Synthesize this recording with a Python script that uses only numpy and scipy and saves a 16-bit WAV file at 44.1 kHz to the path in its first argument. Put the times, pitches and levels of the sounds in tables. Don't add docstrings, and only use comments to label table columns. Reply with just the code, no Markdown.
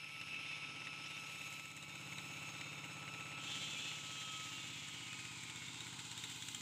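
import sys
import numpy as np
from scipy import signal
from scipy.fft import rfft, irfft
from scipy.io import wavfile
from scipy.ndimage import uniform_filter1d, map_coordinates

SR = 44100
rng = np.random.default_rng(int(sys.argv[2]) if len(sys.argv) > 2 else 0)


def wrap_up_sound(samples):
    columns = np.atleast_2d(samples).T
    tamed = np.clip(columns, -1, 1)
    steps = np.round(tamed * 32767).astype(np.int16)
    wavfile.write(sys.argv[1], SR, steps)


N = 291501
TIME = np.arange(N) / SR
FREQ = np.maximum(np.arange(N // 2 + 1) * SR / N, 1)
TOOTH_COUNT = 36


# f/Hz, gain/dB
DULL_SKIM_EQ = [(1600, -3), (1900, -10.5), (2250, 5), (2700, 7.5), (3350, -3), (3900, -10), (4300, -12),
                (4850, -9), (5300, -9), (5750, -4), (6100, -9), (6550, -8), (7000, -17), (7500, -17),
                (8500, -16), (9800, -17), (11000, -22), (12400, -38), (15500, -51)]
BRIGHT_SKIM_EQ = [(1600, -4.5), (1900, -5), (2250, 6.5), (2700, 8), (3200, -0.5), (3800, -3.5),
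                  (4300, -8.5), (4950, -16), (5400, -12.5), (6000, -14), (6700, -7), (7300, -6.5),
                  (7900, -17), (8500, -16.5), (9800, -25), (10500, -26), (12400, -30), (13500, -34),
                  (15500, -34.5)]
BITE_EQ = [(940, -41), (1600, -5.5), (1810, -12.5), (2320, -3.5), (2430, -9), (2600, -2), (3290, -1.5),
           (4950, -13.5), (6780, -4), (7450, -2), (8300, -14.5), (9190, -19), (11900, -29.5), (14900, -29),
           (15500, -47)]
DEEP_EQ = [(940, -42), (1600, -8), (1920, -6.5), (2170, 2), (2450, -1.5), (2600, -5), (2700, -2.5),
           (2860, -6), (3290, 0.5), (5350, -14), (7450, -6), (10500, -29), (15500, -29)]
LABOUR_EQ = [(940, -53.5), (1600, -32), (1920, -16), (2070, -0.5), (2250, -10), (2410, -9), (2750, -2.5),
             (3620, 0.5), (5250, -13), (7450, -2.5), (10800, -28.5), (12300, -31), (15500, -31)]
# t/s, mix/0-1
BRIGHTENING = [(0, 0.1), (.85, 0.1), (1.6, 0.93), (6.61, 0.9)]
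# t/s, rasp/dB, hiss/dB, fine spray/dB
GRIND_FADERS = [(0.06, -51, -67, -81), (0.16, -52, -65, -78), (0.45, -46.5, -63, -84),
                (0.72, -50, -62.5, -87), (0.9, -50.5, -63, -85), (1.5, -49.5, -58.5, -72.5),
                (1.73, -55, -63.5, -80), (2.21, -51, -60.5, -78), (2.6, -51, -59.5, -83),
                (2.75, -53, -62, -83), (3.35, -51.5, -61, -81), (3.53, -45.5, -53, -78),
                (3.85, -47.5, -53.5, -79), (4, -49, -54.5, -80), (4.4, -49.5, -54, -79),
                (4.92, -51, -57.5, -81), (5.17, -52, -57, -82), (6.11, -52, -57, -79), (6.2, -50, -56, -75),
                (6.45, -51.5, -56.5, -72)]
# low/Hz, high/Hz, skimming/dB, biting/dB, deep/dB
GRIND_SPLIT = [(1740, 4550, -2.5, -3.5, -3), (4860, 10900, -2.5, -1.5, -0.5), (11900, 17000, 3.5, 3, 2)]

def grinding(turns, progress, skim_fresh=0.88, cut_fresh=0.75, chatter_db=0.92):
    rim = blend(repeating(turns, size=1200), repeating(turns, size=1200), .5 + 0.24 * walk(3.95))
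    fresh = skim_fresh + np.minimum(progress, 1) * (cut_fresh - skim_fresh)
    new_grit = unit(noise() * undb(walk(1400)))
    rub = blend(rim, new_grit, fresh)
    combed = tooth_comb(rub, turns)
    bright, = curves(BRIGHTENING)
    skim = (1 - bright) * colour(combed, DULL_SKIM_EQ) + bright * colour(combed, BRIGHT_SKIM_EQ)
    stages = skim, colour(rub, BITE_EQ), colour(rub, DEEP_EQ), colour(rub, LABOUR_EQ)
    roar = sum(stage * np.maximum(1 - abs(progress - k), 0) for k, stage in enumerate(stages))
    out = 0
    for (low_hz, high_hz, *trims_db), db in zip(GRIND_SPLIT, curves(GRIND_FADERS)):
        part = band(roar, low_hz, high_hz, order=20)
        levelled = part / np.sqrt(uniform_filter1d(part ** 2, size=8000))
        out += levelled * undb(db + np.interp(progress, [0, 1, 2], trims_db))
    return out * undb(chatter_db * walk(90))


def tooth_comb(rub, turns, repeat=.3, above_hz=6200):
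    one_tooth_ago = np.interp(turns - 1 / TOOTH_COUNT, turns, np.arange(N))
    hiss = echo = band(rub, above_hz, SR)
    body = rub - hiss
    for _ in range(5):
        echo = repeat * map_coordinates(echo, [one_tooth_ago], order=3)
        hiss = hiss + echo
    return body + hiss * np.sqrt(1 - repeat ** 2)


# t/s, level/dB
WHINE_FADER = [(0.0, -66), (0.22, -61.5), (1.5, -60), (1.8, -66), (2.47, -61), (2.74, -66.5), (3.12, -56.5),
               (3.86, -66), (4.12, -59), (4.3, -56), (4.5, -58.5), (4.74, -70), (5.1, -65.5), (5.8, -75),
               (6.0, -69), (6.3, -89), (6.58, -69)]
# dull skim/dB, bright skim/dB
BRUSH_HARMONICS = [(-6.5, -6), (-19.5, -13), (-11, -15), (-25, -13), (-27, -15), (-27.5, -24.5), (-27, -39),
                   (-40, -46)]

def whine(turns, progress, tone_db=-0.6, brush_db=-3.5, smother_db=-8, spacing_rad=.125, flutter_rad=.06):
    angle = 2 * np.pi * turns * TOOTH_COUNT
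    bright, = curves(BRIGHTENING)
    uneven = spacing_rad * repeating(turns, size=14) + flutter_rad * walk(420)
    brush = 0
    for k, (dull_db, bright_db) in enumerate(BRUSH_HARMONICS, 2):
        db = dull_db + bright * (bright_db - dull_db) + 2.5 * walk(30.08)
        clean = np.cos(k * (angle + uneven))
        chipped = sum(blend(repeating(turns, size=7), walk(260), .5) * wave(k * angle)
                      for wave in (np.cos, np.sin)) / np.sqrt(2)
        brush += undb(db) * blend(clean, chipped, share=min(.02 + .13 * (k - 2), .75))
    rasp_db = curves(GRIND_FADERS)[0]
    brush *= undb(rasp_db + brush_db + smother_db * np.minimum(progress, 1))
    tone = np.cos(angle) * undb(curves(WHINE_FADER)[0] + tone_db + walk(10))
    return np.sqrt(2) * (tone + brush)


# f/Hz, skimming/dB, biting/dB, deep/dB
RING_MODES = [(2247, -10.5, -22, -12), (2388, -31, -14.5, -19.5), (2595, -37, -20, -24),
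              (2715, -28, -16, -17), (2778, -15.5, -20, -20), (2950, -37, -15.5, -17),
              (2900, -34, -16, -17), (3164, -49, -16, -28), (3325, -42, -24, -15), (3430, -38, -16, -30),
              (3544, -20, -15, -20), (3634, -18.5, -16.5, -28), (3710, -32, -23, -16),
              (3760, -25, -19, -37), (3945, -24, -19, -24), (4040, -23, -20, -21), (4230, -36, -22, -28)]

def blade_ring(turns, progress, width_hz=17, flicker_db=3, trim_db=-1, choke_db=-7):
    drive = rfft(blend(repeating(turns, size=1200), noise(), share=0.45))
    out = 0
    for hz, *stage_db in RING_MODES:
        ring = unit(irfft(drive * resonance(hz, width_hz) ** 2, N))
        flicker = undb(flicker_db * walk(14))
        out += unit(ring * flicker) * undb(np.interp(progress, [0, 1, 2], stage_db))
    rasp_db = curves(GRIND_FADERS)[0]
    return out * undb(rasp_db + trim_db + choke_db * np.clip(progress - 2, 0, 1))


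# centre t/s, length/s, f/Hz, level/dB
SQUEAL_CUES = [(0.39, .2, 2628, -53), (2.7, .25, 3660, -63.5), (3.6, .24, 3174, -52.5),
               (3.74, .3, 3464, -55), (3.8, .16, 3360, -61), (3.82, .2, 2596, -52.5),
               (3.86, .18, 2920, -57.5), (3.87, .14, 2778, -59), (4.28, .26, 3192, -54.5),
               (4.55, .2, 2778, -56.5), (4.62, .12, 3526, -61), (4.71, .16, 2560, -59),
               (4.99, .12, 3240, -62), (5.02, .15, 2925, -60), (5.24, .26, 2530, -61),
               (5.42, .17, 2375, -61), (5.59, .2, 2195, -60.5), (5.75, .2, 3715, -61)]

def squeals(jitter_rad=.55, tremble_db=1.5):
    out, jitter = 0, jitter_rad * walk(60)
    for s, length_s, hz, db in SQUEAL_CUES:
        swell = np.exp(-2 * ((TIME - s) / length_s) ** 2)
        out += undb(db) * swell * np.sin(2 * np.pi * hz * TIME + jitter)
    return np.sqrt(2) * out * undb(tremble_db * (walk(45) - 0.5))


# t/s, centre f/Hz, level/dB
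RASP_SWEEPS = [(4.3, 3700, -80), (4.6, 3560, -61), (4.88, 3330, -59), (5, 2950, -58), (5.12, 2620, -58.5),
               (5.3, 2500, -60), (5.45, 2290, -60), (5.68, 2170, -64), (5.95, 2073, -85), (6.08, 3930, -85),
               (6.2, 3800, -62), (6.38, 3500, -63), (6.55, 3200, -61), (6.61, 3170, -60)]

def sliding_rasp(width_hz=360, trim_db=-3):
    hz, db = curves(RASP_SWEEPS)
    angle = 2 * np.pi * np.cumsum(hz) / SR
    return (walk(width_hz) * np.cos(angle) + walk(width_hz) * np.sin(angle)) * undb(db + trim_db)


# t/s, level/dB
GRIT_FADER = [(0, -88), (1.2, -88), (1.55, -78), (1.95, -81), (2.15, -71), (2.5, -70), (2.68, -76),
              (2.85, -71), (3.0, -78), (3.17, -74), (3.4, -84), (4.2, -86), (4.5, -70), (4.8, -78),
              (6.61, -78)]

def flying_grit(grains_per_s=750, spread_db=2, decay_s=.0004):
    grains = (rng.random(N) < grains_per_s / SR) * undb(spread_db * np.clip(noise(), -2, 2))
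    ticks = signal.lfilter([1], [1, -np.exp(-1 / (decay_s * SR))], grains) * noise()
    sizzle = colour(ticks, [(3000, -27), (7000, 0), (11000, -11), (14500, 1)])
    return sizzle * undb(curves(GRIT_FADER)[0])


def belt_drive(engine_hz, load, ratio=2.1745, slip=.0145, wander=0.000798):
    return engine_hz * ratio * (1 - slip * load) * (1 + wander * walk(6))


# t/s, exhaust/dB, frame/dB
ENGINE_FADERS = [(0.0, -64.5, -70.5), (0.4, -61, -66), (1.52, -60.5, -65.5), (1.68, -62, -69.5),
                 (2.1, -55.5, -63.5), (3.44, -56, -62), (3.91, -58.5, -64.5), (4.65, -58, -66.5),
                 (6.23, -57.5, -62.5), (6.5, -60.5, -65.5)]

def diesel(hz, load, drone_trim_db=-1, rattle_trim_db=2.5):
    cycles = np.cumsum(hz) / SR
    drone_db, rattle_db = curves(ENGINE_FADERS)
    drone = exhaust(cycles, load) * undb(drone_db + drone_trim_db)
    rattle = frame(cycles, load) * undb(rattle_db + rattle_trim_db)
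    return drone + rattle + clatter(cycles, hz, load) + pings() + thuds()


# running free/dB, loaded/dB
DRONE_HARMONICS = [(-26, -30), (-11, -10), (-9.5, -11), (-1.5, 1), (-0.5, -0.5), (2.5, -2), (-8, -2),
                   (-2, -4.5), (-22, -7), (-11.5, -16), (-22, -19), (-23, -5), (-7.5, -23), (-6.5, -2),
                   (-6.5, -15), (-14.5, -15), (-9, -5.5), (-16.5, -13), (-34, -17), (-53, -19)]
# place/cycles, relative strength, pipe f/Hz
GAS_PUFFS = [(0.041, 0.29, 87), (0.181, 0.65, 145), (0.517, 0.92, 140), (0.802, 0.51, 121.3),
             (0.87, 0.43, 289)]

def exhaust(cycles, load, pipe_q=4):
    place, strength, pipe_hz = np.transpose(GAS_PUFFS)
    mean_hz = cycles[-1] / TIME[-1]
    out = 0
    for k, (free_db, loaded_db) in enumerate(DRONE_HARMONICS, 4):
        ratio = k * mean_hz / pipe_hz
        pipes = strength * np.exp(-2j * np.pi * k * place) / (1 + 1j * pipe_q * (ratio - 1 / ratio))
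        db = free_db + load * (loaded_db - free_db) + walk(7.9)
        out += undb(db) * np.cos(2 * np.pi * k * cycles + np.angle(pipes.sum()))
    return unit(out)


# f/Hz, gain/dB
FREE_EQ = [(220, -42), (370, -11.5), (470, -3), (600, -9.5), (720, -9), (830, 0), (1150, -2.5), (1420, 1),
           (1650, -12), (1900, -10.5), (2500, -40), (4200, -90)]
LOADED_EQ = [(220, -22), (380, -10.5), (429, -1), (558, -27.5), (836, -1), (1040, -0.5), (1150, -9),
             (1230, -6), (1330, -6.5), (1460, -0.5), (1900, -13), (2470, -9), (4180, -120)]
# harmonic of the cycle rate, level/dB
PANEL_HUM = [(26, -17), (31, -14), (33, -17), (35, -12), (40, -17), (41, -19), (42, -18), (49, -12)]

def frame(cycles, load, loose=0.6, throb=0.22):
    free, loaded = (colour(blend(repeating(cycles, size=2048), noise(), loose), eq)
                    for eq in (FREE_EQ, LOADED_EQ))
    hum = sum(undb(db) * np.cos(2 * np.pi * (k * cycles + rng.random())) for k, db in PANEL_HUM)
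    pulse = 1 + throb * np.cos(2 * np.pi * (cycles - .72))
    return blend(free + hum, loaded, load ** 2) * pulse


# place running free/cycles, place loaded/cycles, rise/s, decay/s
CYCLE_HITS = [(0.568, 0.583, 0.00085, 0.003), (0.732, 0.786, 0.00072, 0.004)]
# t/s, combustion/dB, valve/dB, brightness/dB
CLATTER_FADERS = [(0, -52, -54, -22), (1.1, -56, -50, -17), (1.7, -57.5, -51, -4.5), (3.2, -49, -49, -13),
                  (4.199, -46, -48, -18), (5.3, -48.5, -56, -6), (6.1, -50.5, -54, 0.5),
                  (6.61, -47, -58, 0.5)]
# t/s, level/dB, brightness/dB, ping f/Hz, ping level/dB
KNOCK_CUES = [(0.044, -54, -4, 2650, -43), (.108, -54, -6, 2600, -50), (.214, -37.5, -14, 2690, -42),
              (.283, -52, -12, 2640, -50), (.344, -47, -9, 2640, -44), (0.365, -50, -12, 2600, -40),
              (.452, -48, -14, 2700, -42), (.513, -49, -17, 2200, -44), (.642, -50, -18, 2510, -42),
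              (0.818, -53, -20, 2620, -44), (0.871, -39, -17, 3650, -49), (.93, -47, -18, 2260, -46),
              (1.062, -50, -12, 5700, -49), (1.11, -44, -13, 2260, -49), (1.169, -54, -9, 5840, -51),
              (1.527, -46, 3, 2260, -46), (1.656, -56, 0, 2630, -45), (1.766, -50, 5, 2220, -48),
              (1.827, -50, 3, 3770, -47), (1.957, -54, -10, 2620, -42), (2.125, -47, -9, 2250, -42),
              (2.184, -40, -7, 3820, -42), (2.612, -36, -16, 2380, -39.5), (2.732, -49, -9, 2200, -47),
              (2.843, -53, 3, 2830, -42), (3.079, -47, -19, 2200, -41), (3.139, -48, -10, 2700, -47),
              (3.208, -54, -7, 2650, -44), (4.886, -49, 1, 3300, -52), (5.131, -48, 1, 3200, -54),
              (5.192, -48, -4, 3100, -50), (5.253, -42, -11, 2580, -51), (5.436, -50, 1, 3420, -52),
              (5.501, -48, 0, 3650, -48), (5.56, -52, -1, 3650, -48), (5.684, -61, -10, 3600, -45),
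              (5.807, -59, 8, 3820, -41.5), (5.992, -46.5, -6, 3760, -48), (6.116, -53, -3, 4090, -45),
              (6.178, -47, 2, 3640, -43), (6.239, -46, 4, 3680, -40), (6.243, -51, 4, 3900, -46),
              (6.302, -54, 0, 3550, -47), (6.424, -50, -7, 3350, -42), (6.486, -46, 4.5, 3800, -48),
              (6.548, -50.5, 11, 3140, -39)]

def clatter(cycles, hz, load, scatter_db=0.85, hard_trim_db=-5.5):
    *levels_db, crack_db = curves(CLATTER_FADERS)
    force = 0
    for (free, loaded, rise_s, decay_s), db in zip(CYCLE_HITS, levels_db):
        place = free + load * (loaded - free)
        count = cycles - place + .5
        age = (count % 1 - .5) / hz
        accent_db = scatter_db * noise()[count.astype(int)]
        force += burst(age, rise_s, decay_s) * undb(db + accent_db)
    crack_gain = force * undb(crack_db)
    for s, db, bright_db, _, _ in KNOCK_CUES:
        knock = burst(TIME - s, rise_s=.0009, decay_s=.0032) * undb(db + hard_trim_db)
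        force += knock
        crack_gain += knock * undb(bright_db)
    crack = colour(noise(), [(2500, -30), (5000, -5.5), (7600, 10.5), (9500, -8), (15000, -17.5)])
    return engine_block(noise() * force) + crack * crack_gain


# f/Hz, width/Hz, gain/dB
BLOCK_MODES = [(1534, 130, -8.5), (1945, 280, -6), (2230, 180, 3), (2390, 140, -8), (2580, 62, 4.5),
               (2820, 160, 1), (3610, 130, 3)]

def engine_block(blows):
    response = sum(undb(db) * resonance(hz, width) for hz, width, db in BLOCK_MODES)
    ring = lambda push: band(irfft(rfft(push) * response, N), 940, 3400, order=4)
    return ring(blows) / np.std(ring(noise()))


def pings(rise_s=0.00065, decay_s=0.005, jitter_rad=0.5):
    out, jitter = 0, jitter_rad * walk(500)
    for s, _, _, hz, db in KNOCK_CUES:
        age = TIME - s
        out += undb(db) * burst(age, rise_s, decay_s) * np.sin(2 * np.pi * hz * age + jitter)
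    return out


def thuds(pitch_hz=105, decay_s=0.012, lead_s=0.0027, trim_db=-18):
    out = 0
    for s, db, *_ in KNOCK_CUES:
        age = np.clip(TIME - s + lead_s, 0, .1)
        out -= undb(db + trim_db) * np.sin(2 * np.pi * pitch_hz * age) * np.exp(-age / decay_s)
    return band(out, 99, 600, order=10)


# f/Hz, gain/dB
YARD_EQ = [(20, -23), (55, -17), (90, -4), (140, -6.5), (280, 2.5), (450, -12), (900, -22), (15000, -38)]

def yard(level_db=-69, swell_db=3):
    return colour(noise(), YARD_EQ) * undb(level_db + swell_db * walk(3.92))


def undb(db):
    return 10 ** (np.asarray(db) / 20)


def unit(x):
    return x / np.std(x)


def curves(table):
    s, *columns = np.transpose(table)
    return [np.interp(TIME, s, c) for c in columns]


def noise():
    return rng.standard_normal(N)


def repeating(turns, size):
    loop = rng.standard_normal(size)
    return unit(map_coordinates(loop, [turns % 1 * size], order=3, mode="grid-wrap"))


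def walk(rate, size=16384):
    return repeating(TIME * rate / size, size)


def colour(x, eq):
    hz, db = np.transpose(eq)
    return unit(irfft(rfft(x) * undb(np.interp(np.log(FREQ), np.log(hz), db)), N))


def band(x, low_hz, high_hz, order=12):
    return irfft(rfft(x) / np.sqrt((1 + (low_hz / FREQ) ** order) * (1 + (FREQ / high_hz) ** order)), N)


def resonance(hz, width_hz):
    return 1 / (1 + 1j * (FREQ ** 2 - hz ** 2) / (FREQ * width_hz))


def blend(a, b, share):
    share = np.clip(share, 0, 1)
    return np.sqrt(1 - share) * a + np.sqrt(share) * b


def burst(age, rise_s, decay_s):
    return np.exp(np.minimum(age / rise_s, -age / decay_s))


# t/s, cycle rate/Hz
ENGINE_SPEED = [(0, 16.78), (0.9, 16.73), (1.5, 16.76), (2.5, 16.75), (3.5, 16.77), (4, 16.59),
                (4.7, 16.45), (5.5, 16.23), (6.61, 16.18)]
# t/s, load/0-1
ENGINE_LOAD = [(0, 0.05), (3.6, 0), (5.1, 0.92), (6.61, 1)]
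# t/s, stage (0 skimming, 1 biting, 2 deep, 3 labouring)
CUT_PROGRESS = [(0, 0), (3.38, 0), (3.44, 1), (4.4, 1), (5.1, 2), (5.6, 2), (6, 3)]

def scene():
    engine_hz, = curves(ENGINE_SPEED)
    load, = curves(ENGINE_LOAD)
    progress, = curves(CUT_PROGRESS)
    turns = np.cumsum(belt_drive(engine_hz, load)) / SR
    engine = diesel(engine_hz, load)
    steel = whine(turns, progress) + blade_ring(turns, progress) + squeals()
    stone = grinding(turns, progress) + sliding_rasp() + flying_grit()
    return np.tile(steel + stone + engine + yard(), (2, 1))


def record(dry, top_hz=15520):
    return signal.sosfilt(signal.ellip(12, .2, 70, top_hz, fs=SR, output="sos"), dry)


dry = scene()
out = record(dry)
wrap_up_sound(out)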